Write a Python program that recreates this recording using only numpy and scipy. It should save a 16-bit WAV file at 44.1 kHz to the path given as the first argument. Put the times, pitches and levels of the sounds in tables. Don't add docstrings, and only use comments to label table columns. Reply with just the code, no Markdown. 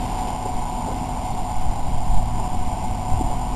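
import sys
import numpy as np
from scipy import signal
from scipy.fft import rfft, irfft
from scipy.io import wavfile
from scipy.ndimage import uniform_filter1d, map_coordinates

SR = 44100
rng = np.random.default_rng(int(sys.argv[2]) if len(sys.argv) > 2 else 0)


def natural_amplitude(level_db):
    exponent = np.asarray(level_db, float) / 20
    return 10 ** exponent


def digitize_waveform(pressure):
    field = np.atleast_2d(pressure).T
    bounded = np.clip(field, -1, 1)
    quanta = np.round(bounded * 32767).astype(np.int16)
    wavfile.write(sys.argv[1], SR, quanta)


N = 156555


def evened(x):
    return x / np.sqrt(np.mean(x ** 2) + 1e-20)


def curve(table, col):
    rows = np.array(table)
    return np.interp(np.arange(N) / SR, rows[:, 0], rows[:, col])


def drift(top_hz):
    spectrum = rfft(rng.standard_normal(N))
    spectrum[0] = 0
    hz = np.fft.rfftfreq(N, 1 / SR)
    return evened(irfft(spectrum / (1 + (hz / top_hz) ** 4), N))


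def noise(points, patch_db, size=2048):
    frames = 4 * N // size + 6
    hz = np.fft.rfftfreq(size, 1 / SR)
    real, imag, patches = rng.standard_normal((frames, len(hz), 3)).T
    patches = uniform_filter1d(patches, size=9, axis=0)
    patches = evened(uniform_filter1d(patches, size=6, axis=1))
    f, db = np.transpose(points)
    colour_db = np.interp(np.log(hz + .1), np.log(f), db)[:, None]
    spectra = (real + 1j * imag) * natural_amplitude(colour_db + patch_db * patches)
    return evened(signal.istft(spectra, nperseg=size, noverlap=3 * size // 4)[1][:N])


def resonate(x, hz, width):
    turn = np.exp(2j * np.pi * hz * np.arange(len(x)) / SR)
    decay = np.exp(-np.pi * width / SR)
    return 2 * (turn * signal.lfilter([1 - decay], [1, -decay], x / turn)).real


# t/s, f/Hz
FIRING_RATE = [(0, 96), (.4, 94), (.85, 101), (1.15, 95.5), (1.5, 95.5), (1.7, 102), (1.85, 112),
               (2.0, 115.5), (2.2, 116), (2.45, 109), (2.68, 100), (2.85, 97.5), (3.0, 103), (3.18, 114),
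               (3.35, 117), (3.55, 115)]
# t/s, level/dB
ENGINE_LOAD = [(0, -30), (.6, -42), (1.0, -35), (1.5, -35), (1.75, -35.5), (1.95, -33), (2.25, -27.5),
               (2.6, -34.5), (2.9, -33), (3.15, -32), (3.55, -34)]
SHAFT_ORDERS = [.5, 1, 1.5, 2, 2.5, 3, 4, 4.5, 5, 6]
SHAFT_LEVELS = [-3, 2, -5, -9, -11, 0, -8, -12, -9, -12]
# f/Hz, level/dB per Hz
ENGINE_ROAR = [(15, -10), (33, -2), (50, -7.5), (75, -9.5), (130, -11), (250, -12.5), (450, -25),
               (1200, -38)]


def engine():
    misfire_db, misfire_hz = 1.8, 5.0
    speed_wobble = 1 + .004 * drift(4)
    turns = np.cumsum(curve(FIRING_RATE, 1) * speed_wobble) / SR / 3
    exhaust = 0
    for order, db in zip(SHAFT_ORDERS, SHAFT_LEVELS):
        strength = natural_amplitude(db + misfire_db * drift(misfire_hz))
        exhaust = exhaust + strength * np.sin(2 * np.pi * (order * turns + rng.random()))
    roar = natural_amplitude(-28.5) * noise(ENGINE_ROAR, patch_db=1.5, size=4096)
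    return np.sqrt(2) * natural_amplitude(curve(ENGINE_LOAD, 1)) * exhaust + roar


# t/s, level/dB, length/s, centre f/Hz, width/Hz
GRIT_SPURTS = [
    (.172, -44, .025, 2700, 3000),
    (.272, -44, .02, 2700, 3000),
    (2.398, -42, .003, 2500, 3000),
    (.922, -46, .01, 2700, 3000),
    (2.38, -38, .04, 330, 250),
    (.872, -31, .06, 430, 500),
    (.45, -31, .02, 450, 450),
    (3.298, -31, .025, 480, 500),
]


def grit():
    t = np.arange(N) / SR
    impacts = rng.standard_normal(N)
    hiss_t60, slide_end_s = 1.25, 0.36
    hiss = natural_amplitude(-42 - 60 * t / hiss_t60) * evened(resonate(impacts, 2680, width=1800.0))
    slide = natural_amplitude(-34.5) / (1 + (t / slide_end_s) ** 8)
    out = hiss + slide * evened(resonate(impacts, 229, width=160.0))
    for start, db, length, hz, width in GRIT_SPURTS:
        swell = np.exp(-(2 * (t - start) / length - 1) ** 2)
        rubbing = resonate(resonate(impacts, hz, width), hz, width)
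        out = out + natural_amplitude(db) * swell * evened(rubbing)
    return out


# t/s, peak level/dB, f/Hz, t60/s
STONE_KNOCKS = [
    (.452, -25, 400, .08),
    (.454, -27, 560, .07),
    (.895, -30, 345, .14),
    (2.71, -45, 2200, .25),
    (3.30, -25, 570, .12),
    (3.302, -28, 310, .08),
    (.877, -19, 800, .025),
    (2.3955, -17, 860, .04),
    (3.2088, -7, 275, .034),
]


def knocks():
    t = np.arange(N) / SR
    contact_s = .0025
    out = np.zeros(N)
    for start, db, hz, t60 in STONE_KNOCKS:
        since = np.maximum(t - start, 0)
        rise = np.minimum(since / contact_s, 1)
        out = out - rise * natural_amplitude(db - 60 * since / t60) * np.sin(2 * np.pi * hz * since)
    return out


# t/s, gust level/dB
WIND_GUSTS = [(0.0, -39.5), (0.35, -36), (0.37, -40), (0.55, -22), (0.9, -40), (1.72, -12), (1.75, -22.5),
              (1.89, -13.5), (1.97, -13.5), (2.01, -25), (2.13, -9.5), (2.19, -8.5), (2.31, -25),
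              (2.56, -18), (3.03, -28), (3.12, -15), (3.34, -18), (3.55, -25)]
# f/Hz, level/dB per Hz
WIND_COLOUR = [(1, -5), (4, 0), (8, 2), (18, -7.5), (40, -14), (90, -23), (200, -39.5), (400, -64.5)]


def wind():
    return natural_amplitude(curve(WIND_GUSTS, 1) + 2 * drift(6.4)) * noise(WIND_COLOUR, patch_db=-3.5, size=16384)


MOTOR_ORDERS = [1, 3, 4, 5, 6, 9, 12.84, 13.66]
MOTOR_LEVELS = [-38.5, -32.5, -43.5, -69, -76.5, -61.5, -62, -66]
# f/Hz, width/Hz, rms level/dB
CASE_MODES = [(722, 168, -32.5), (856.5, 79, -34.5), (966.4, 153, -35), (1494, 87, -57.5), (2116, 330, -50),
              (2937, 760, -51.5)]
# f/Hz, level/dB per Hz
HISS_COLOUR = [(300, -4), (1200, -9), (1800, -20), (2400, 5), (3200, 2), (4000, 1)]


def camera():
    turns = np.cumsum(245.9 + .35 * drift(3.03)) / SR
    tones = 0
    for order, db in zip(MOTOR_ORDERS, MOTOR_LEVELS):
        strength = natural_amplitude(db + 1.2 * drift(1.6))
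        tones = tones + strength * np.sin(2 * np.pi * (order * turns + rng.random()))
    brush_swing = 1 + 0.2 * np.cos(2 * np.pi * turns)
    brushes = noise([(100, 0), (5000, 0)], patch_db=-1, size=1024) * brush_swing
    case = 0
    for k, (hz, width, db) in enumerate(CASE_MODES):
        mode = evened(resonate(resonate(brushes, hz, width), hz, width))
        case = case + (-1) ** k * natural_amplitude(db) * mode
    hiss = natural_amplitude(-43.5) * noise(HISS_COLOUR, patch_db=1.5, size=512)
    return np.sqrt(2) * tones + case + hiss


def scene():
    return (engine() + wind() + camera() + grit() + knocks())[None]


def low_pass(x):
    return signal.sosfilt(signal.butter(12, 13220, fs=SR, output="sos"), x)


def record(dry):
    power_db = 10 * np.log10(abs(uniform_filter1d(dry[0] ** 2, size=16000)) + 1e-12)
    excess_db = np.maximum(power_db + 35, 0)
    ducked = dry[0] / natural_amplitude(0.15 * excess_db)
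    narrow = signal.oaconvolve(ducked, signal.firwin(201, 4100, fs=SR), "same")
    block, steps_per_block, hold_hz, first_block = 2820, 512, 8000.6, 1478
    n = np.arange(N) - first_block
    block_start = first_block + n // block * block
    step = np.floor(n % block * hold_hz / SR)
    held_at = block_start + (step + .5) * block / steps_per_block
    held = map_coordinates(narrow, [held_at], order=3, mode="nearest")
    edge = signal.firwin(1601, 12690, window=("kaiser", 8), fs=SR)
    mix = signal.oaconvolve(held, edge, "same")
    return low_pass(mix[None])


dry = scene()
out = record(dry)
digitize_waveform(out)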